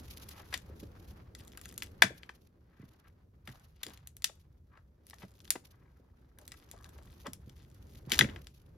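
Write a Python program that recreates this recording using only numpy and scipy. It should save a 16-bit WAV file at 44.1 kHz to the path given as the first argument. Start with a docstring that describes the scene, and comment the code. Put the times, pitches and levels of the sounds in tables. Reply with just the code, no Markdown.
"""Open farmyard: dry branches are broken by hand and under a boot.
Wood is noise bursts in half-octave bands: fibres tick under strain, snaps tear, pieces knock.
Boots thud through hollow resonances; reflections of ground, shed, trees and far walls answer.
Coloured grains make cloth, bark and grit; coloured noise makes shuffling and wind on the microphone."""
import sys
import numpy as np
from scipy import signal
from scipy.fft import rfft, irfft, next_fast_len
from scipy.io import wavfile
from scipy.ndimage import map_coordinates

SR = 44100
rng = np.random.default_rng(int(sys.argv[2]) if len(sys.argv) > 2 else 0)


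def generate_wav(signal):
    """Clip the signal to [-1, 1] and save it as 16-bit WAV at the path in sys.argv[1]."""
    frames = np.transpose(np.atleast_2d(signal))
    scaled = np.clip(frames, -1, 1) * 32767
    pcm = np.round(scaled).astype(np.int16)
    wavfile.write(sys.argv[1], SR, pcm)


N = 386757
TIME_S = np.arange(N) / SR

# Event levels are taken before resonances and trims.
# branch breaks, thinner wood cracking higher: (time [s], tearing time [s], level [dB], strongest pitch [Hz],
#   fall below it [dB/octave], last fibres against the break [dB])
BRANCH_SNAPS = [(0.5249, 0.0027, -45, 1510, 7, -11), (0.5388, 0.0019, -35.5, 2840, 8, -15.5),
                (1.8217, 0.00076, -41, 2600, 11.5, -17), (2.0205, .001, -18.5, 2222, 6.5, -17),
                (3.4737, 0.00093, -49.5, 1602, 9.5, -7), (3.8315, 0.00089, -43, 7990, 6, -17),
                (4.242, 0.00122, -28, 4930, 11, -20), (5.5045, 0.00048, -26.5, 8470, 8.5, -21),
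                (8.118, 0.00077, -27.5, 2820, 14.5, -6.5), (8.1904, 0.0003, -21, 3440, 11.5, -29.5)]
# single fibres giving: (time [s], level [dB], strongest pitch [Hz])
FIBRE_TICKS = [(.2902, -52, 10000), (.5755, -50.5, 7200), (1.35, -52.5, 5200), (1.4776, -58, 8000),
               (1.5737, -51.5, 9300), (1.6132, -55.5, 9000), (1.6555, -52.5, 7000), (1.6896, -57, 7000),
               (1.7246, -59, 11200), (1.7781, -42.5, 9700), (1.8323, -48.5, 11090), (3.4748, -63, 10000),
               (3.8657, -48.5, 4600), (3.974, -61.5, 3960), (4.0726, -49, 11000), (4.167, -53, 12600),
               (4.2208, -54.5, 5500), (5.0673, -60.5, 10000), (5.0986, -56, 8985), (5.108, -58.5, 4400),
               (5.141, -62, 6000), (5.1842, -65.5, 4400), (5.403, -62.5, 4400), (5.4521, -61, 4000),
               (5.477, -60.5, 3200), (6.3862, -58, 11000), (6.478, -51, 9300), (6.5187, -50.5, 4950),
               (6.7131, -51.5, 9000), (6.8432, -57.5, 4500), (6.8914, -63.5, 8900), (7.2675, -52, 5700),
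               (7.3327, -47, 9000), (7.4954, -62, 4400), (8.134, -40, 4000), (8.143, -40.5, 4400),
               (8.4695, -54, 4130)]
# fibres and twigs ticking under strain: (start [s], end [s], rate [1/s], tick level [dB])
STRAIN_SPELLS = [(1.389, 1.871, 59, -65), (3.5, 3.6, 40, -70), (3.84, 3.91, 70, -63),
                 (5.162, 5.502, 40.4, -75.5), (6.404, 7.149, 45, -71.5), (7.476, 8.106, 35, -74.5),
                 (8.091, 8.121, 200, -55.5), (8.14, 8.205, 130, -48.5)]
# sticks jostling softly: (start [s], end [s], rate [1/s], tap level [dB])
JOSTLE_SPELLS = [(3.48, 3.56, 56, -61), (3.85, 3.96, 58, -62), (5.68, 6.33, 24, -73.5),
                 (6.37, 6.63, 35, -68.5), (6.74, 7.08, 43, -65.5)]
# woody knocks, and the dull woody body of some ticks and snaps: (time [s], contact time [s], level [dB],
#   strongest pitch [Hz], fall on both sides [dB/octave])
WOODY_KNOCKS = [(1.351, 0.0011, -60.5, 2030, 16), (1.5494, 0.00091, -63.5, 1860, 17),
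                (1.6122, 0.0011, -61, 1770, 18), (1.7235, .001, -62, 1780, 17),
                (1.7769, 0.00086, -56, 2000, 9), (1.5737, 0.0015, -52.5, 1790, 15),
                (1.6555, 0.0011, -54.5, 1884, 10), (2.2316, 0.00087, -50, 2680, 13),
                (2.2912, 0.0016, -46, 1570, 9.5), (3.833, 0.00096, -46, 1930, 22),
                (3.833, .001, -40, 3340, 20), (3.886, .002, -59, 950, 9), (4.2939, 0.001, -55.5, 751, 6.5),
                (4.773, 0.00068, -62.5, 1190, 8), (5.1315, 0.0014, -52, 1250, 9.5),
                (5.2285, 0.0038, -52.5, 640, 6), (5.5538, 0.002, -45.5, 820, 4.5),
                (6.386, .0015, -62.5, 1400, 12.5), (6.52, 0.0015, -59.5, 2110, 11),
                (6.539, 0.0018, -61, 1413, 8), (6.731, 0.0065, -52.5, 635, 13),
                (6.9844, 0.0019, -61, 800, 4.5), (7.2668, 0.0018, -45.5, 960, 6),
                (7.9537, 0.0014, -66.5, 3390, 9), (8.1911, .0008, -28.5, 1770, 26),
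                (8.2092, 0.00044, -20.5, 2680, 15), (8.2112, 0.00032, -23.5, 1950, 20),
                (8.2415, .0017, -37.5, 1980, 23), (8.288, 0.0011, -49, 2010, 22),
                (8.296, .0012, -48.5, 2600, 20), (8.3601, 0.0011, -50.5, 2250, 10.5)]
# strong bending modes of an undamped limb: (centre [Hz], width [Hz], gain [dB])
LIMB_MODES = [(878, 590, 6), (1770, 260, 9.5)]
# further peaks and dips in the wood's colour: (centre [Hz], width [Hz], gain [dB])
WOOD_COLOUR = [(2580, 300, -0.5), (3450, 250, 3.5), (4645, 250, 2), (4340, 280, -2.5), (1120, 190, -1),
               (7100, 750, 5), (10550, 990, 4), (14900, 3100, 3)]
# bark sliding through hands and over cloth: (middle [s], half length [s], level [dB], centre [Hz], width [Hz])
BARK_SLIDES = [(0.217, 0.016, -63, 1110, 1190), (0.363, 0.049, -55.5, 1200, 1420),
               (0.7, 0.012, -62.5, 700, 800), (0.835, 0.0069, -56.5, 3550, 6800),
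               (2.784, 0.055, -68.5, 1480, 950), (3.064, 0.019, -63.5, 1399, 914),
               (3.9, 0.072, -67.5, 2277, 3420), (4.76, 0.026, -61, 1309, 703), (5.82, .11, -73, 1300, 900),
               (5.226, .012, -55.5, 1085, 1710), (6.405, 0.024, -64.5, 620, 298),
               (6.82, 0.054, -64, 1080, 260), (6.855, .05, -65.5, 1540, 301.6),
               (7.125, 0.014, -68.5, 4200, 3000), (7.604, 0.02, -68.5, 3200, 3480),
               (7.002, 0.038, -70, 990, 890), (7.269, 0.011, -46.5, 1000, 1070)]
# dull blows of boots and wood: (time [s], contact time [s], level [dB], strongest pitch [Hz])
DULL_BLOWS = [(0.689, 0.01, -50.5, 408), (0.824, 0.004, -43.5, 265), (2.03, 0.008, -32.5, 178),
              (2.1, 0.0035, -46.5, 487), (2.7914, 0.0016, -48.5, 152.8), (2.825, 0.0029, -48.5, 178),
              (3.474, 0.0076, -44.5, 138), (3.8545, 0.016, -49, 300), (5.225, 0.007, -45.5, 140),
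              (5.553, 0.0015, -40.5, 455), (5.994, .002, -61, 398), (7.264, 0.0081, -43.5, 218),
              (7.4683, 0.0018, -48, 131), (8.069, 0.0018, -40.5, 141), (8.1154, 0.01, -40, 266),
              (8.1881, 0.017, -29, 141), (8.2148, .007, -29, 223), (8.243, 0.0018, -32, 220)]
# hollow colour of a blow: (centre [Hz], width [Hz], gain [dB])
HOLLOW_MODES = [(131, 8.8, 4.5), (163, 25, -6.5), (196, 17, 3), (257, 10, 4.5)]
# steps and changes of grip: (start [s], end [s], rubbing level [dB], grit level [dB])
MOVEMENT_SPELLS = [(0, 0.543, -64, -63.5), (.56, 1.185, -68.5, -75), (1.385, 1.82, -71, -73.5),
                   (2.049, 2.382, -76, -76), (2.744, 3.076, -76, -83.5), (3.474, 3.625, -69, -71.5),
                   (3.83, 3.953, -66, -71.5), (4.246, 4.356, -78, -77.5), (5.069, 5.656, -76, -75.5),
                   (5.7, 6.296, -80.5, -94.5), (6.402, 7.343, -73.5, -77), (7.478, 8.088, -74.5, -76.5),
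                   (8.11, 8.22, -52.5, -59), (8.283, 8.569, -87, -74)]
# slow background levels before trims: (time [s], wind level [dB], shuffling level [dB])
BACKGROUND_LEVELS = [(0, -54.5, -60), (.35, -60.5, -67), (.85, -54.5, -61.5), (1.25, -59, -65.5),
                     (2.05, -58, -63), (2.4, -68, -72.5), (3.8, -63, -75.5), (4.6, -65, -76.5),
                     (5.4, -64.5, -70.5), (6.25, -64, -72.5), (7.0, -59, -66.5), (7.7, -59, -71),
                     (8.05, -57, -63.5), (8.22, -49.5, -47.5), (8.34, -52.5, -56.5), (8.55, -63, -75),
                     (8.77, -60.5, -66.5)]
# relative spectra, scaled to rms 1 in use: (frequency [Hz], density [dB per Hz])
SHUFFLE_SPECTRUM = [(90, -16.5), (170, 0.5), (350, -1), (550, -7), (900, -21.5), (2000, -41.5)]
RUB_SPECTRUM = [(350, -20), (750, 1.5), (1400, 0.5), (2000, -5), (2800, -12), (5000, -16.5), (12000, -46.5)]
GRIT_SPECTRUM = [(1200, -17), (2500, -1), (3600, -0.5), (6500, -3), (8500, -13.5), (10500, 0.5),
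                 (14000, -7), (16000, -16.5)]
WIND_SPECTRUM = [(15, -31), (25, -12), (40, -7), (65, 4), (95, -0.5), (140, -6), (220, -16), (400, -51)]
# left-right likeness of movement and wind: (frequency [Hz], correlation [0 to 1])
STEREO_LIKENESS = [(60, 1), (200, 0.96), (640, 0.25), (1400, 0.16), (4000, 0.14), (8000, 0.78), (15000, 1)]
# colour of wood, blows and echoes at each microphone port: (centre [Hz], width [Hz], gain [dB])
LEFT_PORT_MODES = [(746, 250, 3.5), (1040, 530, -5.5), (3650, 2200, 3)]
RIGHT_PORT_MODES = [(740, 440, -8.5), (1610, 600, -3), (3382, 5800, -5.5)]
# all-pass turns of the left port: (centre [Hz], width [Hz])
LEFT_PORT_TURNS = [(660, 28), (1400, 100), (7200, 2700), (12500, 2400)]

# slopes: fall (below, above) the strongest pitch
SECOND_BREAK_S, SECOND_BREAK_DB = 0.0024, -8
LAST_FIBRES_S, LAST_FIBRES_TEAR_S = 0.0091, 0.0051
SNAP_TREBLE_FALL_DB_PER_OCTAVE = 5.5
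TICK_S, TICK_SLOPES_DB_PER_OCTAVE = 0.0005, (7.3, 6.5)
STRAIN_HZ, SPELL_SPREAD_DB = 5540, 0.5
TAP_HZ, TAP_S, TAP_SLOPES_DB_PER_OCTAVE = 1250, 0.0012, (13, 41)
THUD_SLOPES_DB_PER_OCTAVE = (12, 11)
MOVE_ATTACK_S, MOVE_RELEASE_DB_PER_S = 0.03, 124
RUB_REST_DB, GRIT_REST_DB = -8, -20.5   # between movements, against the shuffling column
RIGHT_LATER_S, CUTOFF_HZ = 0.000034, 16100


def branches():
    """Tearing and knocking excite the wood; loud low cracks ring a limb, the rest is damped by the hand."""
    edges_hz = 340 * 2 ** (np.arange(12) / 2)
    ticks = list(FIBRE_TICKS) + scattered(STRAIN_SPELLS, STRAIN_HZ, spread_octaves=0.83)
    taps = scattered(JOSTLE_SPELLS, TAP_HZ, spread_octaves=0.35)
    events = snaps()
    events += [(s, contact_s, db, hz, (fall, fall)) for s, contact_s, db, hz, fall in WOODY_KNOCKS]
    events += [(s, TICK_S, db, hz, TICK_SLOPES_DB_PER_OCTAVE) for s, db, hz in ticks]
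    events += [(s, TAP_S, db, hz, TAP_SLOPES_DB_PER_OCTAVE) for s, db, hz in taps]
    ringing, held = [], []
    for event in events:
        _, _, db, hz, _ = event
        (ringing if db > -33 and hz < 4000 else held).append(event)
    damped_modes = [(hz, 2.5 * width_hz, 0.45 * db) for hz, width_hz, db in LIMB_MODES]
    limbs = resonate(bursts(ringing, edges_hz, spread_db=3.5, size=3000), LIMB_MODES)
    twigs = resonate(bursts(held, edges_hz, spread_db=6.5, size=3000), damped_modes)
    return resonate(from_db(-5.0) * (limbs + twigs), WOOD_COLOUR)


def snaps():
    """A branch breaks in three stages: near side, far side, last fibres."""
    stages = []
    for s, tear_s, db, hz, bass_fall, fibres_db in BRANCH_SNAPS:
        slopes = (bass_fall, SNAP_TREBLE_FALL_DB_PER_OCTAVE)
        stages.append((s, tear_s, db, hz, slopes))
        stages.append((s + SECOND_BREAK_S, tear_s, db + SECOND_BREAK_DB, hz, slopes))
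        stages.append((s + LAST_FIBRES_S, LAST_FIBRES_TEAR_S, db + fibres_db, hz, slopes))
    return stages


def scattered(spells, hz, spread_octaves):
    """Small ticks or taps of slightly uneven size and varied pitch, at random within each spell."""
    events = []
    for start_s, end_s, per_s, db in spells:
        place = rng.random(40)
        size, pitch = rng.standard_normal((2, 40))
        count = int(np.clip((end_s - start_s) * per_s, 1, len(place)))
        times_s = start_s + (end_s - start_s) * place[:count]
        events += zip(times_s, db + SPELL_SPREAD_DB * size, hz * 2 ** (spread_octaves * pitch))
    return events


def bursts(events, edges_hz, spread_db, size):
    """Each event (time, rise, level, pitch, slopes) is a swell and decay of tiny slips in half-octave bands."""
    starts_s, rises_s = np.transpose([event[:2] for event in events])
    out = np.zeros(N + size)
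    age = np.arange(size) / SR / np.maximum(rises_s[:, None], 1e-4)
    chance = rng.standard_normal((len(events), 2, size))
    slips = chance[:, 0] * from_db(spread_db * chance[:, 1]) * age * np.exp(-age)
    sounds = 0
    for k, (low_hz, high_hz) in enumerate(zip(edges_hz, edges_hz[1:])):
        part = band(slips + 1e-18, low_hz, high_hz)
        level_db = [hump(np.sqrt(low_hz * high_hz), *event[2:]) for event in events]
        # level: band energy spread over 10 ms
        gain = from_db(level_db) / np.sqrt(np.sum(part ** 2, axis=1) / (SR / 100))
        sounds = sounds + (-1) ** k * gain[:, None] * part
    for start, sound in zip((starts_s * SR).astype(int), sounds):
        out[start:start + size] += sound
    return out[:N]


def hump(hz, db, top_hz, slopes):
    """Level at hz of a spectrum that falls away on both sides of its top."""
    octaves = np.log2(hz / top_hz)
    return db + slopes[0] * np.minimum(octaves, 0) - slopes[1] * np.maximum(octaves, 0)


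def splinters(wood):
    """Cracking wood sheds a dying spray of tiny splinters: clicks under its smoothed envelope."""
    keep = np.exp(-1 / (0.009 * SR))   # 9 ms smoothing
    spray = np.sqrt(signal.lfilter([1 - keep], [1, -keep], wood ** 2 + 1e-18))
    clicks = band(grains(per_s=3000, spread_db=3.0)[0], 1500, 7000)
    return from_db(-18.5) * spray * rms_one(clicks)


def slides():
    """Bark rubs in short swells of uneven friction noise, each in one broad band."""
    out = np.zeros(N)
    friction = rng.standard_normal(N) * from_db(4.5 * drift(190))
    for s, half_length_s, db, hz, width_hz in BARK_SLIDES:
        swell = np.exp(-((TIME_S - s) / half_length_s) ** 2 / 2)
        rub = band(friction, max(hz - width_hz / 2, 100), hz + width_hz / 2)
        out += from_db(db) * swell * rms_one(rub)
    return out


def thuds():
    """Soft, heavy contacts with earth and body excite hollow low resonances."""
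    edges_hz = 85 * 2 ** (np.arange(7) / 2)
    events = [(*blow, THUD_SLOPES_DB_PER_OCTAVE) for blow in DULL_BLOWS]
    return from_db(-2.5) * resonate(bursts(events, edges_hz, spread_db=1.0, size=8192), HOLLOW_MODES)


def movement():
    """Boots shuffle as noise; cloth and bark rub and grit crunches in clumps, as random grains."""
    _, shuffle_db = in_time(BACKGROUND_LEVELS)
    rubbing, crunching = from_db(shuffle_db + RUB_REST_DB), from_db(shuffle_db + GRIT_REST_DB)
    for start_s, end_s, rub_db, grit_db in MOVEMENT_SPELLS:
        shape = gesture(start_s, end_s)
        rubbing = np.maximum(rubbing, from_db(rub_db) * shape)
        crunching = np.maximum(crunching, from_db(grit_db) * shape)
    clumps_db = 6.2 * drift(110) + 2.0 * drift(22)
    strokes_db = 1.5 * drift(60) + 2.0 * drift(29)
    scuffing_db = 1.2 * drift(25)
    shuffle_noise = colour(rng.standard_normal((2, N)), SHUFFLE_SPECTRUM)
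    shuffle = from_db(shuffle_db + 3.0 + scuffing_db) * shuffle_noise
    rub = rubbing * from_db(strokes_db) * colour(grains(per_s=4200, spread_db=3.0), RUB_SPECTRUM)
    grit = crunching * from_db(clumps_db) * colour(grains(per_s=12000, spread_db=4.0), GRIT_SPECTRUM)
    return shuffle + rub + grit


def gesture(start_s, end_s):
    """A movement rises just ahead of its start, holds and dies away after its end."""
    attack = np.clip(1 + (TIME_S - start_s) / MOVE_ATTACK_S, 0, 1)
    return attack * from_db(-MOVE_RELEASE_DB_PER_S * np.maximum(TIME_S - end_s, 0))


def yard(x):
    """Diffuse reflections: ground first, then shed, then trees and far walls."""
    ground = scatter(delay_s=0.002, t60_s=0.054, low_hz=495, high_hz=13800, level_db=-10.5)
    shed = scatter(delay_s=0.013, t60_s=0.16, low_hz=300, high_hz=11100, level_db=-16.5)
    trees = scatter(delay_s=0.03, t60_s=0.42, low_hz=200, high_hz=3000, level_db=-32)
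    far_wall = scatter(delay_s=0.08, t60_s=0.28, low_hz=2000, high_hz=11600, level_db=-40)
    return signal.fftconvolve(x[None], ground + shed + trees + far_wall, axes=1)[:, :N]


def scatter(delay_s, t60_s, low_hz, high_hz, level_db):
    """Decaying noise, different at each ear, as an impulse response; level set before the band-pass."""
    age_s = np.arange(SR // 2) / SR - delay_s
    decay = from_db(-60 * np.maximum(age_s, 0) / t60_s)
    cloud = rng.standard_normal((2, len(age_s))) * (age_s > 0) * decay
    return from_db(level_db) * band(cloud / np.sqrt(np.sum(cloud ** 2) / 2), low_hz, high_hz)


def wind():
    """Light wind on the microphone: low noise with a lumpy level."""
    wind_db, _ = in_time(BACKGROUND_LEVELS)
    gusts_db = 1.2 * drift(18)
    return from_db(wind_db + 3.5 + gusts_db) * colour(rng.standard_normal((2, N)), WIND_SPECTRUM)


def from_db(db):
    """Decibels to gain."""
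    return 10 ** (np.asarray(db) / 20)


def rms_one(x):
    """Scale to unit rms."""
    return x / np.sqrt(np.mean(x ** 2) + 1e-20)


def in_time(rows):
    """Each column of a curve at every sample."""
    s, *columns = np.transpose(rows)
    return [np.interp(TIME_S, s, column) for column in columns]


def at_hz(points, hz):
    """Read a spectrum on a log-frequency axis."""
    points_hz, values = np.transpose(points)
    return np.interp(np.log(hz), np.log(points_hz), values)


def band(x, low_hz, high_hz):
    """Gentle causal band-pass."""
    edges_hz = [low_hz, min(high_hz, SR / 2 - 500)]
    return signal.sosfilt(signal.butter(2, edges_hz, "band", fs=SR, output="sos"), x)


def resonate(x, modes):
    """Raise or lower each resonance in turn."""
    for hz, width_hz, db in modes:
        b, a = signal.iirpeak(hz, hz / width_hz, fs=SR)
        x = x + (from_db(db) - 1) * signal.lfilter(b, a, x + 1e-18)
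    return x


def drift(steps_per_s):
    """Random level joined by straight lines, rms 1."""
    steps = rng.standard_normal(4096)
    return rms_one(np.interp(TIME_S * steps_per_s, np.arange(len(steps)), steps))


def grains(per_s, spread_db):
    """Random clicks of very uneven size, on two channels."""
    sizes = from_db(spread_db * np.minimum(rng.exponential(1, (2, N)), 4))
    return sizes * rng.standard_normal((2, N)) * (rng.random((2, N)) < per_s / SR)


def colour(pair, spectrum):
    """Two unrelated signals become coloured stereo, most alike in bass and top treble; rms 1."""
    length = next_fast_len(N)
    hz = np.maximum(np.fft.rfftfreq(length, 1 / SR), 1)
    mid, side = rfft(pair, length) * from_db(at_hz(spectrum, hz))
    alike = np.clip(at_hz(STEREO_LIKENESS, hz), 0, 1)
    stereo = np.sqrt(1 + alike) * mid + np.sqrt(1 - alike) * side * [[1], [-1]]
    return rms_one(irfft(stereo, length)[:, :N])


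def scene():
    """Wood and boots close by, the yard around them."""
    breaks, blows = branches(), thuds()
    wood = breaks + splinters(breaks) + slides()
    direct = wood + blows * from_db([[-0.9], [0.9]])   # blows lean right
    left, right = direct + yard(wood + blows)
    near = np.array([resonate(left, LEFT_PORT_MODES), resonate(right, RIGHT_PORT_MODES)])
    return near + movement() + wind()


def record(dry):
    """Left port turns the phase, right hears a little later; peaks are rounded and the top is cut."""
    left = dry[0]
    right = map_coordinates(dry[1], [(TIME_S - RIGHT_LATER_S) * SR], order=5)
    for hz, width_hz in LEFT_PORT_TURNS:
        b, a = signal.iirpeak(hz, hz / width_hz, fs=SR)
        left = left - 2 * signal.lfilter(b, a, left)   # all-pass
    rounded = 1.5 * np.tanh(np.array([left, right]) / 1.5)
    return signal.sosfilt(signal.ellip(10, 0.2, 80, CUTOFF_HZ, fs=SR, output="sos"), rounded)


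dry = scene()
out = record(dry)
generate_wav(out)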